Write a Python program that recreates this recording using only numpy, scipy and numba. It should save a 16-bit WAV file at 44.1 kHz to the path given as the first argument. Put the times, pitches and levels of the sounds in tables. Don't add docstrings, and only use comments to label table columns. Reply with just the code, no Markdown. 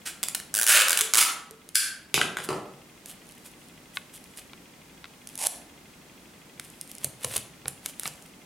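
import sys
import numpy as np
from scipy import signal
from scipy.fft import rfft, irfft
from scipy.io import wavfile
from scipy.ndimage import uniform_filter1d, minimum_filter1d
from numba import njit

SR = 44100
rng = np.random.default_rng(int(sys.argv[2]) if len(sys.argv) > 2 else 0)


def digitize_waveform(pressure):
    field = np.atleast_2d(pressure).T
    bounded = np.clip(field, -1, 1)
    quanta = np.round(bounded * 32767).astype(np.int16)
    wavfile.write(sys.argv[1], SR, quanta)


N = 372644
T = np.arange(N) / SR

# first_s, last_s, slips_per_s, level_db, second_slip_db, ring_offset_db
TUGS = [(0.23, 0.236, 130, -15, 1, -11), (0.285, 0.296, 115, -18.5, -11, -26),
        (0.348, 0.351, 170, -14.5, 0, -6), (0.5411, 0.598, 105, -12.5, 1, 5),
        (0.614, 0.64, 105, 3, -3, 0.5), (0.666, .819, 110, 0, -0.5, -0.5),
        (0.8835, 0.9296, 82, -1, -1.5, -3), (0.974, 0.9975, 123, -6, -10, -20),
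        (1.01, 1.0154, 115, -2, -4, -16.5), (1.137, 1.235, 111, -2, -4, -2.5)]
# start_s, end_s, level_db, ring_offset_db
PEELS = [(0.051, 0.067, -29, 0), (0.677, 0.774, -5, 3), (1.163, 1.215, -8.5, -8.5)]
# time_s, pitch_hz, fullness_db
STRIP = [(.3, 700, 1), (.55, 682, -15), (.65, 670.2, -5), (.74, 654, -2.5), (.82, 525, 1.5), (.92, 445, 1),
         (1.05, 440, 3), (1.24, 325.8, 0)]
# freq_hz, gain_db
SLIP_EQ = [(100, -30), (300, -16.5), (550, -11), (950, -9), (1500, -6.5), (2200, -4.5), (2850, -1),
           (4200, -3), (7000, 1), (10200, 3.5), (13000, -5.5), (16000, -7.5)]
# pitch_hz, width_hz, gain_db
ROLL_MODES = [(1578, 260, 11), (2450, 590, -1)]
# start_s, level_db
TWANGS = [(1.018, -26), (1.51, -36)]
# pitch_hz, level_db, t60_s
TWANG_MODES = [(415, -7, .09), (443, 0, 0.21), (485, -6, .06)]


def unroll(ring_build_db_per_s=70, tug_fade_db=-2, short_strip_hz=697):
    slips = []
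    for first, last, rate, db, second_db, ring_db in TUGS:
        times = np.linspace(first, last, max(round((last - first) * rate), 1) + 1)
        dbs = db + second_db * (np.arange(len(times)) % 2) + np.linspace(0, tug_fade_db, len(times))
        slips.extend(zip(times, dbs, dbs + ring_db + ring_build_db_per_s * (times - first)))
    rasp = grains(per_s=12000, spread_db=-1.5) * undb(2 * walk(per_s=220))
    times, slip_db, shake_db = np.transpose(slips)
    times = times + 0.00024 * rng.standard_normal(len(times))
    glue = snaps(times, slip_db, decay_s=0.0015)
    shake = snaps(times, shake_db, decay_s=0.0019)
    for start, end, db, ring_db in PEELS:
        peel = rasp * undb(db) * gate(start, end, attack_s=0.028, release_s=0.021)
        glue += peel
        shake += peel * undb(ring_db + ring_build_db_per_s * np.clip(T - start, 0, end - start))
    strip_hz, fullness_db = curves(STRIP)
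    glue = colour(glue, SLIP_EQ)
    glue += (undb(fullness_db) - 1) * resonate(glue, np.full(N, 2200.), width_hz=4800.)
    shake = colour(shake, SLIP_EQ) * undb(fullness_db)
    strip = undb(3) * resonate(shake, strip_hz, width_hz=48.)
    sink = (strip_hz / short_strip_hz) ** 0.23
    roll = sum(undb(db) * resonate(shake, hz * sink, float(width)) for hz, width, db in ROLL_MODES)
    twangs = strike(*np.transpose(TWANGS), TWANG_MODES, detune=0.0064)
    return glue + strip + roll + twangs


# start_s, level_db
BITES = [(1.7469, -24), (1.7516, -19), (1.7551, 9), (1.755, -36), (1.764, -8), (1.77, -23)]
# freq_hz, gain_db
TEAR_EQ = [(150, -28), (350, -16), (550, -26), (1050, -28), (1500, 4), (1850, -15.5), (2350, -0.5),
           (3100, -10), (4300, -2), (7000, -1.5), (9700, 4), (13000, -10), (16000, -25)]
# pitch_hz, level_db, t60_s
TEAR_MODES = [(1380, -5, 0.039), (1470, 0, 0.054), (1577, 0, 0.046)]


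def tear():
    rip = snaps(*np.transpose(BITES), decay_s=0.001)
    hardest_s = BITES[2][0]
    return colour(rip, TEAR_EQ) + strike([hardest_s], [-5.5], TEAR_MODES, detune=0.005)


# start_s, snap_db, shell_db, desk_db, first_rebound_db
KNOCKS = [(2.1423, -4.5, -25, -15, -12), (2.1780, -26, -8.5, -11.5, -19), (2.2141, -15, 5.5, -14, -32),
          (2.3699, -22.5, -7.5, -22, -5.5), (2.489, -22.5, -18, -9.5, -4)]
# pitch_hz, level_db, t60_s
SHELL_MODES = [(1200, -16, 0.069), (1390, -1.5, 0.02), (1554, 5.5, 0.015), (1630, 1, 0.009),
               (1934, -3, 0.021), (2350, -5, 0.0096), (2950, -5, 0.012), (3340, -12, 0.0099)]
DESK_MODES = [(142, -7.5, 0.12), (174.4, -10.5, 0.15), (250, -22, 0.063), (362, 5.5, 0.016),
              (400, 5.5, 0.025), (478, -3.5, 0.042), (600, -1.5, 0.033), (730, -17, .04),
              (915, -20.5, 0.018), (1250, 0.5, 0.027)]
# freq_hz, gain_db
BOOM_EQ = [(50, -30), (100, -27), (160, 3.5), (280, -8.5), (520, -3), (800, -2), (1200, -3.5), (1800, -12),
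           (5000, -35)]
SNAP_EQ = [(200, -50), (1000, -23), (2600, 1), (3600, -0.5), (6000, -4), (10000, -4.5), (16000, -24)]


def dispenser(rebounds=4, rebound_s=0.018, loss_db=-5):
    blows = []
    for start, *dbs, rebound_db in KNOCKS:
        blows.append((start, *dbs))
        for k in range(rebounds):
            delay_s = rebound_s * (k + 1 + 0.15 * rng.standard_normal())
            blows.append((start + delay_s, *(np.array(dbs) + rebound_db + k * loss_db)))
    times, snap_db, shell_db, desk_db = np.transpose(blows)
    snap = colour(snaps(times, snap_db, decay_s=0.00097), SNAP_EQ)
    boom = colour(snaps(times, desk_db - 10.5, decay_s=0.0028), BOOM_EQ)
    desk = highpass(boom + strike(times, desk_db - 2, DESK_MODES), hz=125)
    return snap + desk, strike(times, shell_db, SHELL_MODES)


UNSTICK_START_S, UNSTICK_END_S = 5.375, 5.4691
# freq_hz, gain_db
UNSTICK_EQ = [(200, -32), (700, -21), (1400, -5.5), (2800, -2.5), (4300, -7), (7000, -2), (10000, 3.5),
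              (12500, -7), (16000, -29)]


def unstick(end_db=-28.5, rise_db_per_s=62, start_hz=890, sag_hz_per_s=1100):
    swell = undb(end_db + rise_db_per_s * np.minimum(T - UNSTICK_END_S, 0))
    swell *= gate(UNSTICK_START_S, UNSTICK_END_S, attack_s=0.025, release_s=0.003)
    glue = grains(per_s=3000, spread_db=1.5) * swell
    strip_hz = start_hz - sag_hz_per_s * np.clip(T - UNSTICK_START_S, 0, UNSTICK_END_S - UNSTICK_START_S)
    drum = resonate(resonate(glue, strip_hz, width_hz=560.), strip_hz, width_hz=560.)
    return colour(glue, UNSTICK_EQ) + undb(7) * drum


# start_s, level_db, body_offset_db
CRACKLES = [(0.4003, -22, -11.5), (1.5098, -22.5, -37), (1.69, -22.5, -37), (3.0594, -24, -20),
            (4.3741, -27, -14), (5.2727, -21.5, -24), (5.3547, -27, -35), (5.3772, -20, -28),
            (6.5975, -20.5, -5.5), (6.8124, -17, -37), (6.9154, -21, -35), (6.9516, -24.5, -35),
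            (6.983, -24.5, -39), (7.3786, -13.5, -17), (7.9965, -12.5, -22), (8.0336, -17, -15)]
# freq_hz, gain_db
CRISP_EQ = [(200, -38), (600, -9), (1500, -26), (3000, -9), (5000, -4), (7500, -1.5), (10000, 4.5),
            (12500, -4.5), (16000, -18.5)]
BODY_EQ = [(200, -3.5), (700, -27), (1500, 4.5), (3000, -0.5), (5000, -7), (12000, -22)]


def crackles():
    pressed_flat = [row[:3] for row in PRESSES]
    off_finger = (UNSTICK_END_S, 4, -30)
    times, db, body_db = np.transpose([*CRACKLES, *pressed_flat, off_finger, *stray_crackles()])
    crisp = colour(snaps(times, db - 5, decay_s=0.0009), CRISP_EQ)
    body = colour(snaps(times, db + body_db + 3.5, decay_s=0.00072), BODY_EQ)
    return crisp + body


# start_s, nail_db, thud_db
TAPS = [(3.9712, -5.5, -50), (4.5335, -22, -47), (5.043, -18.5, -55), (5.055, -25, -46), (6.5963, -25, -58),
        (7.246, -14.5, -45), (7.657, -16.5, -26), (7.8605, -15.5, -46), (8.0563, -9.5, -28.5)]
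# pitch_hz, level_db, t60_s
CARD_MODES = [(1130, -8, 0.028), (1327, -3.5, 0.023), (1650, -7.5, 0.016), (2240, -0.5, 0.016),
              (2645, -9, 0.034), (3790, 8.5, 0.0032)]


def nail_taps():
    times, nail_db, _ = np.transpose(TAPS)
    return highpass(strike(times, nail_db, CARD_MODES, detune=0.051), hz=800, order=3)


# land_s, snap_db, body_offset_db, slide_rise_s, slide_db, thud_db
PRESSES = [(7.0451, -6.5, -28, 0.011, -35.5, -24), (7.2462, -10.5, -25, 0.014, -35.5, -19),
           (7.3655, -6.5, -23, 0.026, -28.5, -31), (7.6813, -9, -20, 0.0048, -35, -36),
           (7.86, -10, -36, 0.012, -42, -59), (8.077, -13.5, -23, 0.036, -37, -30)]
# centre_s, half_length_s, level_db
BRUSHES = [(2.445, 0.0091, -36.5), (3.096, 0.018, -41.5), (3.467, 0.01, -47.5), (3.963, 0.012, -43),
           (4.155, 0.011, -44), (4.386, 0.01, -40.5), (6.65, 0.0083, -51.5), (6.905, 0.012, -50.5),
           (7.893, 0.01, -40)]
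# start_s, end_s, rustle_db
FIDDLING = [(3.203, 3.69, -65.5), (4.096, 4.402, -66), (5.281, 5.38, -56.5), (6.604, 7.012, -60),
            (7.204, 7.346, -53), (7.987, 8.3, -64)]
# freq_hz, gain_db
FIBRE_EQ = [(300, -27), (1500, -15), (3000, 4.5), (5000, -2.5), (8000, 6.5), (10500, 9),
            (13000, 1.5), (16000, -9)]
SCUFF_EQ = [(150, -7), (600, 1.5), (1000, 0), (1600, 1.5), (3200, 1), (6000, -5.5), (14000, -71)]


def rubbing(slide_release_s=0.0063):
    brushes = sum(undb(db) * np.exp(-((T - centre) / half) ** 2 / 2) for centre, half, db in BRUSHES)
    rustle = sum(undb(db) * gate(start, end, 0.03, 0.013) for start, end, db in FIDDLING)
    light = brushes + rustle * undb(2.2 * walk(per_s=9.6))
    firm = sum(undb(db) * np.exp(-np.maximum((land - T) / rise_s, (T - land) / slide_release_s))
               for land, _, _, rise_s, db, _ in PRESSES)
    fibres = (light + firm) * grains(per_s=8100, spread_db=5)
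    card = (undb(-10) * light + undb(-3) * firm) * grains(per_s=2800, spread_db=5.5)
    return colour(fibres, FIBRE_EQ) + colour(card, SCUFF_EQ)


# pitch_hz, level_db, t60_s
THUD_MODES = [(81, -7, 0.16), (134.1, 2, 0.31), (186, 0, 0.079), (273, -0.5, 0.049), (435, 2.5, 0.044),
              (603, 9, 0.038), (890, 9, 0.024)]


def finger_thuds(second_finger_s=0.024, second_finger_db=-11):
    landings = [(row[0], row[-1]) for row in [*PRESSES, *TAPS]]
    landings += [(start + second_finger_s, db + second_finger_db) for start, db in landings]
    return strike(*np.transpose(landings), THUD_MODES, detune=0.088)


def stray_crackles(per_s=22, count=12):
    rows = []
    for start, end, rustle_db in FIDDLING:
        times = start + np.cumsum(rng.exponential(1 / per_s, count))
        dbs = rustle_db + 28 + 3 * rng.standard_normal(count)
        rows.extend((time, db, -24) for time, db in zip(times, dbs) if time < end)
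    return rows


# freq_hz, t60_s
ROOM_DECAY = [(150, 0.71), (530, 0.72), (1400, 0.54), (3700, 0.42), (9700, 0.33), (15000, 0.26)]


def room(x, side_db, build_s, size=32768):
    t, freqs = T[:size], np.fft.rfftfreq(size, 1 / SR)
    noise, tail = rfft(rng.standard_normal((2, size))), 0
    edges_hz = np.geomspace(40, 18000, 15)
    for low, high in zip(edges_hz, edges_hz[1:]):
        band = irfft(noise * ((freqs >= low) & (freqs < high)))
        tail += band * undb(-60 * t / value_at(ROOM_DECAY, np.sqrt(low * high)))
    tail *= 1 - np.exp(-t / build_s)
    mid, side = (convolve(x, response) for response in tail)
    return mid + widen(side, side_db)


# pitch_hz, level_db, t60_s
TICK_MODES = [(2070, -6, 0.089), (2507, -2, 0.034), (2810, -5, 0.038), (3280, -1.5, 0.031)]


def camera_ticks(period_s=0.04, level_db=-41, offbeat_db=-9):
    times = np.arange(0.0165, N / SR, period_s)
    return strike(times, level_db + offbeat_db * (np.arange(len(times)) % 2), TICK_MODES, detune=0.022)


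# freq_hz, gain_db
AIR_EQ = [(25, -6), (60, -7), (110, -9.5), (165, -1), (270, -2.5), (400, -8.5), (700, -13), (1500, -17),
          (2200, -17), (4500, -22), (9000, -23), (12500, -27.5), (16000, -29.5)]


def room_air(level_db=-52):
    mid, side = (colour(rng.standard_normal(N), AIR_EQ) * undb(level_db) for _ in range(2))
    return mid + widen(side, side_db=-2.5)


def undb(db):
    return 10 ** (np.asarray(db) / 20)


def curves(table):
    times, *columns = np.transpose(table)
    return [np.interp(T, times, column) for column in columns]


def value_at(table, hz):
    freqs, values = np.transpose(table)
    return np.interp(np.log(np.maximum(hz, 1)), np.log(freqs), values)


def gate(start, end, attack_s, release_s):
    return np.clip((T - start) / attack_s, 0, 1) * np.exp(-np.maximum(T - end, 0) / release_s)


def walk(per_s):
    knots = rng.standard_normal(4096)
    return np.interp(T * per_s, np.arange(len(knots)), knots)


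def grains(per_s, spread_db):
    sizes = undb(spread_db * np.minimum(rng.exponential(size=N), 4))
    clicks = (rng.random(N) < per_s / SR) * rng.standard_normal(N) * sizes
    return clicks / np.sqrt(np.mean(clicks ** 2))


def snaps(times, dbs, decay_s, size=1024):
    out, fade = np.zeros(N + size), np.exp(-T[:size] / decay_s)
    for start, db in zip(times, dbs):
        burst, i = rng.standard_normal(size) * fade, int(start * SR)
        out[i:i + size] += undb(db) * burst * np.linalg.norm(fade) / np.linalg.norm(burst)
    return out[:N]


def strike(times, dbs, modes, detune=0.034, size=12000):
    out, t = np.zeros(N + size), T[:size]
    hz, mode_db, t60 = np.transpose(modes)[:, :, None]
    for start, db in zip(times, dbs):
        polarity, shift = rng.standard_normal((2, len(modes), 1))
        partials = np.sign(polarity) * np.sin(2 * np.pi * hz * (1 + detune * shift) * t)
        ring = (partials * undb(mode_db - 60 * t / t60)).sum(0)
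        i = int(start * SR)
        out[i:i + size] += undb(db) * ring / np.linalg.norm(undb(mode_db)) / 2
    return out[:N]


def convolve(x, response):
    return signal.oaconvolve(x, response / np.linalg.norm(response))[:N]


def colour(x, eq, size=4096):
    cepstrum = irfft(np.log(undb(value_at(eq, np.fft.rfftfreq(size, 1 / SR)))))
    cepstrum[1:size // 2] *= 2
    cepstrum[size // 2 + 1:] = 0
    return convolve(x, irfft(np.exp(rfft(cepstrum))))


def highpass(x, hz, order=2):
    return signal.sosfilt(signal.butter(order, hz, "high", fs=SR, output="sos"), x)


@njit
def resonate(x, hz, width_hz):
    out, band_state, low_state = np.empty(len(x)), 0., 0.
    for i in range(len(x)):
        tuning, damping = np.tan(np.pi * hz[i] / SR), width_hz / hz[i]
        band = (band_state + tuning * (x[i] + 1e-18 - low_state)) / (1 + tuning * (tuning + damping))
        band_state = 2 * band - band_state
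        low_state += 2 * tuning * band
        out[i] = damping * band
    return out


def pan(x, left_db):
    return x * undb(np.array([[left_db], [-left_db]]) / 2)


def widen(side, side_db):
    upper = signal.sosfilt(signal.butter(1, [700, 11000], "band", fs=SR, output="sos"), side)
    bass = undb(-17) * resonate(side, np.full(N, 90.), width_hz=250.)
    return undb(side_db) * (upper + bass) * np.array([[1], [-1]])


def camera_shade(x, centre_hz, amount_db):
    band = resonate(x.mean(0), np.full(N, centre_hz), width_hz=1900.)
    return x + undb(amount_db) * band * np.array([[-1], [1]])


def ride_gain(x, threshold_db, depth, release_s):
    loudness = np.sqrt(np.abs(uniform_filter1d(x[0] ** 2, size=2048, origin=1023)))
    over = depth * np.log(np.maximum(loudness / undb(threshold_db), 1))
    return x * np.exp(T / release_s - np.maximum.accumulate(over + T / release_s))


def limit(x, ceiling_db, release_s, size=25):
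    over = np.log(np.maximum(np.abs(x).max(0) / undb(ceiling_db), 1))
    held = np.maximum.accumulate(over + T / release_s) - T / release_s
    return x * uniform_filter1d(minimum_filter1d(np.exp(-held), size), size)


def scene():
    pull, rip = unroll(), tear()
    knocks, shell = dispenser()
    # sound, left_db, room_send_db
    mix = [(pull, -0.9, -7), (rip, -0.4, 0), (knocks, 0.5, 0), (shell, 0.3, -8), (unstick(), -2.1, -7),
           (crackles(), -1, -13), (rubbing() + finger_thuds(), -0.1, -9), (nail_taps(), 0, -20)]
    direct = sum(pan(sound, left_db) for sound, left_db, _ in mix)
    direct = camera_shade(direct, centre_hz=8400., amount_db=-19)
    send = sum(undb(send_db) * sound for sound, _, send_db in mix)
    return direct + room(send, side_db=-9, build_s=0.0013) + camera_ticks() + room_air()


def record(dry, top_hz=15900):
    x = highpass(dry, hz=45)
    x = ride_gain(x, threshold_db=-21, depth=0.27, release_s=4.0)
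    x = limit(x, ceiling_db=-3, release_s=0.11)
    return signal.sosfilt(signal.ellip(8, 0.2, 70, top_hz, fs=SR, output="sos"), x)


dry = scene()
out = record(dry)
digitize_waveform(out)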